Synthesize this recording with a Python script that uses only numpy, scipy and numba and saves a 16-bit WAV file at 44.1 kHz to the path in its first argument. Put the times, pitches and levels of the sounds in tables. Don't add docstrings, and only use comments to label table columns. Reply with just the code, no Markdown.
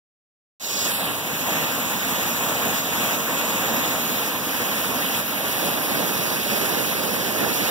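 import sys
import numpy as np
from scipy import signal
from scipy.fft import rfft, irfft, next_fast_len
from scipy.io import wavfile
from scipy.ndimage import uniform_filter1d
from numba import njit

SR = 44100
rng = np.random.default_rng(int(sys.argv[2]) if len(sys.argv) > 2 else 0)


def log_audio(samples):
    frames = np.atleast_2d(samples).T
    limited = np.clip(frames, -1, 1)
    pcm = np.round(limited * 32767).astype(np.int16)
    wavfile.write(sys.argv[1], SR, pcm)


N = 339570
SIZE = next_fast_len(N + 4096)
FRAME, HOP = 1024, 256


def undb(db):
    return 10 ** (np.asarray(db) / 20)


def level(x, db):
    return x * undb(db) / np.sqrt(np.mean(x ** 2))


def over_hz(table, hz):
    at, *columns = np.transpose(table)
    return [np.interp(np.log(np.maximum(hz, 1)), np.log(at), c) for c in columns]


def over_s(table, s):
    at, *columns = np.transpose(table)
    return [np.interp(s, at, c) for c in columns]


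def colour(x, gain):
    return irfft(rfft(x, SIZE) * gain(np.fft.rfftfreq(SIZE, 1 / SR)), SIZE)[..., :N]


def dip(hz, centre_hz, width_hz, depth_db):
    return -depth_db * np.exp(-.5 * ((hz - centre_hz) / width_hz) ** 2)


# f/Hz, level/dB per Hz
OWN_NOISE = [(25, -94), (60, -76), (120, -68.5), (300, -79.5), (3000, -100), (6500, -99.5), (11000, -80.5),
             (16000, -80)]


def own_noise(hz):
    white = rfft(rng.standard_normal((2, N)), SIZE)
    return white * undb(over_hz(OWN_NOISE, hz)[0]) * np.sqrt(SR / 2)


# lower shadow f/Hz, depth/dB, upper shadow f/Hz, depth/dB, far port lag/ms, far port level/dB,
# ground echo dip/dB, top shadow f/Hz, depth/dB
GRIPS = [(4950, -1, 9300, 8, 0.11, -13, -1, 13500, 7), (6400, 9, 6500, 3.5, .1, -10, 14, 14000, 4),
         (4950, 7.5, 8400, 8, 0.065, -4, 7.5, 11000, 4), (4800, 5.5, 7700, 11.5, 0.19, -6, 5.5, 11300, 0),
         (4480, 3.5, 7820, 10.5, 0.33, -10.5, -0.5, 11000, -2)]
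SWING_S, SWING_TAKES_S, SETTLE_S = 0.86, 0.072, 0.19
TURN_FROM_S, TURN_HALF_S, TURN_TO_S = 3.36, 5.4, 6.3


def hold(s):
    opening, swung, settled, half, turned = np.array(GRIPS)[:, :, None]
    swing = np.clip((s - SWING_S) / SWING_TAKES_S, 0, 1)
    since_swing = np.maximum(s - SWING_S - SWING_TAKES_S, 0)
    unsettled = np.exp(-(since_swing / SETTLE_S) ** 2)
    first = np.clip((s - TURN_FROM_S) / (TURN_HALF_S - TURN_FROM_S), 0, 1)
    second = np.clip((s - TURN_HALF_S) / (TURN_TO_S - TURN_HALF_S), 0, 1)
    aim = settled + first * (half - settled) + second * (turned - half)
    after_swing = aim + unsettled * (swung - aim)
    return opening + swing * (after_swing - opening)


SHADOW_WIDTHS_HZ = (1050, 1090, 770)


def body_shade(hz, low_hz, low_db, high_hz, high_db, top_hz, top_db):
    low_width, high_width, top_width = SHADOW_WIDTHS_HZ
    shade_db = dip(hz, low_hz, low_width, low_db)
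    shade_db = shade_db + dip(hz, high_hz, high_width, high_db)
    return shade_db + dip(hz, top_hz, top_width, top_db)


def ground_echo(hz, depth_db):
    return dip(hz, 383, 30, depth_db)


def churn(shape, frames, bins):
    field = rng.standard_normal(shape)
    for _ in range(2):
        field = uniform_filter1d(field, size=frames, axis=1)
        field = uniform_filter1d(field, size=bins, axis=0)
    return field / field.std()


def turbulence(shape):
    wide_slow_db = 0.51 * churn(shape, frames=16, bins=40)
    small_quick_db = 1.22 * churn(shape, frames=3, bins=10)
    return wide_slow_db + small_quick_db


# t/s, level/dB
ROAR = [(.66, -12.5), (.98, -5), (1.03, 1), (1.7, 1), (2.0, -0.5), (2.4, 0.5), (2.8, .5), (3.2, 0.6),
        (3.6, 1.5), (4.0, -0.6), (4.4, 0.5), (4.9, -1), (5.4, -1), (5.9, 0.3), (6.3, 0), (6.8, 0.4),
        (7.3, 1), (7.7, 0)]
ROAR_EDGE_HZ = 2100


def low_roar(hz, s):
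    return over_s(ROAR, s)[0] / (1 + (hz / ROAR_EDGE_HZ) ** 2)


# f/Hz, likeness of the two ports/0-1, share of the far port's level in dB, share of its lag
PORTS = [(30, .997, 0, .7), (75, 1, -0.16, 0.81), (199, 0.97, -0.016, 0.48), (286, 0.99, 0.27, 0.68),
         (342, 0.72, 0.31, 1.2), (530, 0.8, -0.43, 0.76), (750, 0.53, -0.15, 1.16),
         (1040, 0.77, 0.027, 0.78), (1460, 0, 0.74, 0.81), (2400, 0.07, 0.75, 1.2), (4030, 0, 0.78, 2.1),
         (12000, 0.04, 0.99, 1.05)]


def port_pair(near, apart, hz, gain, far_db, lag_ms):
    _, level_share, lag_share = over_hz(PORTS, hz)
    far_gain = undb(level_share * far_db)
    lag = np.exp(-2j * np.pi * hz * lag_share * lag_ms / 1000)
    paths = gain * np.array([near, far_gain * lag * near, far_gain * apart])
    near, shared, apart = signal.istft(paths, SR, nperseg=FRAME, noverlap=FRAME - HOP)[1][:, :N]

    def like(f):
        return np.clip(over_hz(PORTS, f)[0], 0, 1)

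    far = colour(shared, like) + colour(apart, lambda f: np.sqrt(1 - like(f) ** 2))
    return np.array([far, near])


@njit
def ring(start, hz, cycles, size, glide, length):
    y = np.zeros(length)
    for k in range(len(start)):
        life = int(cycles[k] * SR / hz[k]) + 1
        phase = 0.
        for i in range(min(4 * life, length - start[k])):
            phase += 2 * np.pi * hz[k] * (1 + glide * i / life) / SR
            y[start[k] + i] += size[k] * np.exp(-i / life) * np.sin(phase)
    return y


def bubbles(count, low_hz, high_hz, cycles, spread_db):
    when, pitch, loud = rng.random((count, 3)).T
    start = (when * N).astype(np.int64)
    hz = low_hz * (high_hz / low_hz) ** pitch
    size = hz * undb(spread_db * loud)
    return level(ring(start, hz, np.full(count, cycles), size, 0.15, N), 0)


def splashes(count, fall_s, depth):
    when, loud = rng.random((count, 2)).T
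    hits = np.bincount((when * N).astype(int), loud, N)
    keep = np.exp(-1 / (fall_s * SR))
    slugs = signal.lfilter([1], [1, -keep], hits)
    slugs = uniform_filter1d(slugs, size=90)
    return np.maximum(1 + depth * (slugs - slugs.mean()) / slugs.std(), 0)


def water(slugs):
    edge = signal.butter(1, 1500, "high", fs=SR, output="sos")
    hiss = rng.standard_normal(N)
    spray = signal.sosfilt(edge, hiss)
    froth = bubbles(count=16000, low_hz=179.9, high_hz=3480, cycles=3.35, spread_db=12.0)
    return hiss + spray * (slugs - 1) + undb(-16.0) * froth


# f/Hz, relative level/dB per Hz
WATER = [(25, -22), (50, -18), (75, -6), (130, -1), (220, 2), (300, -1.5), (400, -5), (550, -8.5),
         (800, -9.5), (1200, -10), (1650, -9), (1950, -9), (2200, -8.5), (3100, -10.5), (3700, -9),
         (4500, -10.5), (5000, -10), (5600, -11), (7000, -9), (8300, -11.5), (9300, -13), (11000, -14.5),
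         (13500, -11.5), (16000, -10)]


def water_tone(ports):
    return colour(ports, lambda f: undb(over_hz(WATER, f)[0]))


# t/s, level/dB
FLOW = [(0.86, -24.5), (1.09, -31.5), (1.24, -32.5), (1.64, -28), (1.68, -30), (2.78, -28), (2.82, -30.5),
        (3.09, -27.5), (3.22, -30.5), (3.54, -28.5), (4.29, -29), (4.4, -33), (4.48, -29.5), (5.2, -28),
        (5.22, -31.5), (5.62, -28), (5.81, -29.5), (5.91, -27.5), (6.44, -29.5), (6.52, -27), (7.01, -29.5),
        (7.59, -28), (7.68, -27.5), (7.7, -27)]


def flow(ports):
    t = np.arange(N) / SR
    return ports * undb(over_s(FLOW, t)[0])


def scene():
    slugs = splashes(count=420, fall_s=0.014, depth=0.068)
    hz, s, near = signal.stft(water(slugs), SR, nperseg=FRAME, noverlap=FRAME - HOP)
    apart = signal.stft(water(slugs), SR, nperseg=FRAME, noverlap=FRAME - HOP)[2]
    hz = hz[:, None]
    low_hz, low_db, high_hz, high_db, lag_ms, far_db, ground_db, top_hz, top_db = hold(s)
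    shade_db = body_shade(hz, low_hz, low_db, high_hz, high_db, top_hz, top_db)
    shade_db = shade_db + ground_echo(hz, ground_db)
    gain = undb(shade_db + low_roar(hz, s) + turbulence(near.shape))
    ports = port_pair(near, apart, hz, gain, far_db, lag_ms)
    return flow(water_tone(ports))


# f/Hz, delay/ms
STEER = [(2140, .466), (3240, .463), (4400, .456), (15000, .4562)]
# f/Hz, near port taken from left/gain, far port taken from right/gain, right side level/dB
CROSS = [(60, 1, 0.96, -1), (500, 0.85, 0.94, 0), (1210, 0.93, 0.91, -0.3), (1450, 0.9, 0.9, 0.7),
         (1820, 1, 0.99, 2), (2140, 1, 0.99, -1.5), (2600, 1, 0.94, 2.8), (2970, 0.91, 0.69, 0.9),
         (3730, 0.77, 0.77, 1.4), (4460, 1, 0.99, -1.1), (5440, 0.68, 0.79, 0.5), (6600, 0.84, 0.85, 1.5),
         (7700, 0.82, 0.93, 1), (8750, 1, 0.99, -0.3), (9900, 0.69, 0.9, 0.5), (11000, 0.81, 0.99, 1.2),
         (13000, 0.62, 0.99, -0.3), (15000, 0.57, 1, -0.5)]


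def steer(far, near, hz):
    late = np.exp(-2j * np.pi * hz * over_hz(STEER, hz)[0] / 1000)
    from_left, from_right, right_db = over_hz(CROSS, hz)
    left = far - from_left * late * near
    right = undb(right_db) * (near - from_right * late * far)
    return np.array([left, right])


GAIN_DB, TOP_HZ = 18, 15730
START_S, FADE_S, FADE_POWER = 0.598, 0.31, 0.49


def record(dry):
    hz = np.fft.rfftfreq(SIZE, 1 / SR)
    far, near = rfft(dry, SIZE)
    sides = undb(GAIN_DB) * steer(far, near, hz)
    mixed = irfft(sides + own_noise(hz), SIZE)[:, :N]
    fade = np.clip((np.arange(N) / SR - START_S) / FADE_S, 0, 1) ** FADE_POWER
    top_cut = signal.ellip(14, .3, 70, TOP_HZ, fs=SR, output="sos")
    return signal.sosfilt(top_cut, mixed * fade)


dry = scene()
out = record(dry)
log_audio(out)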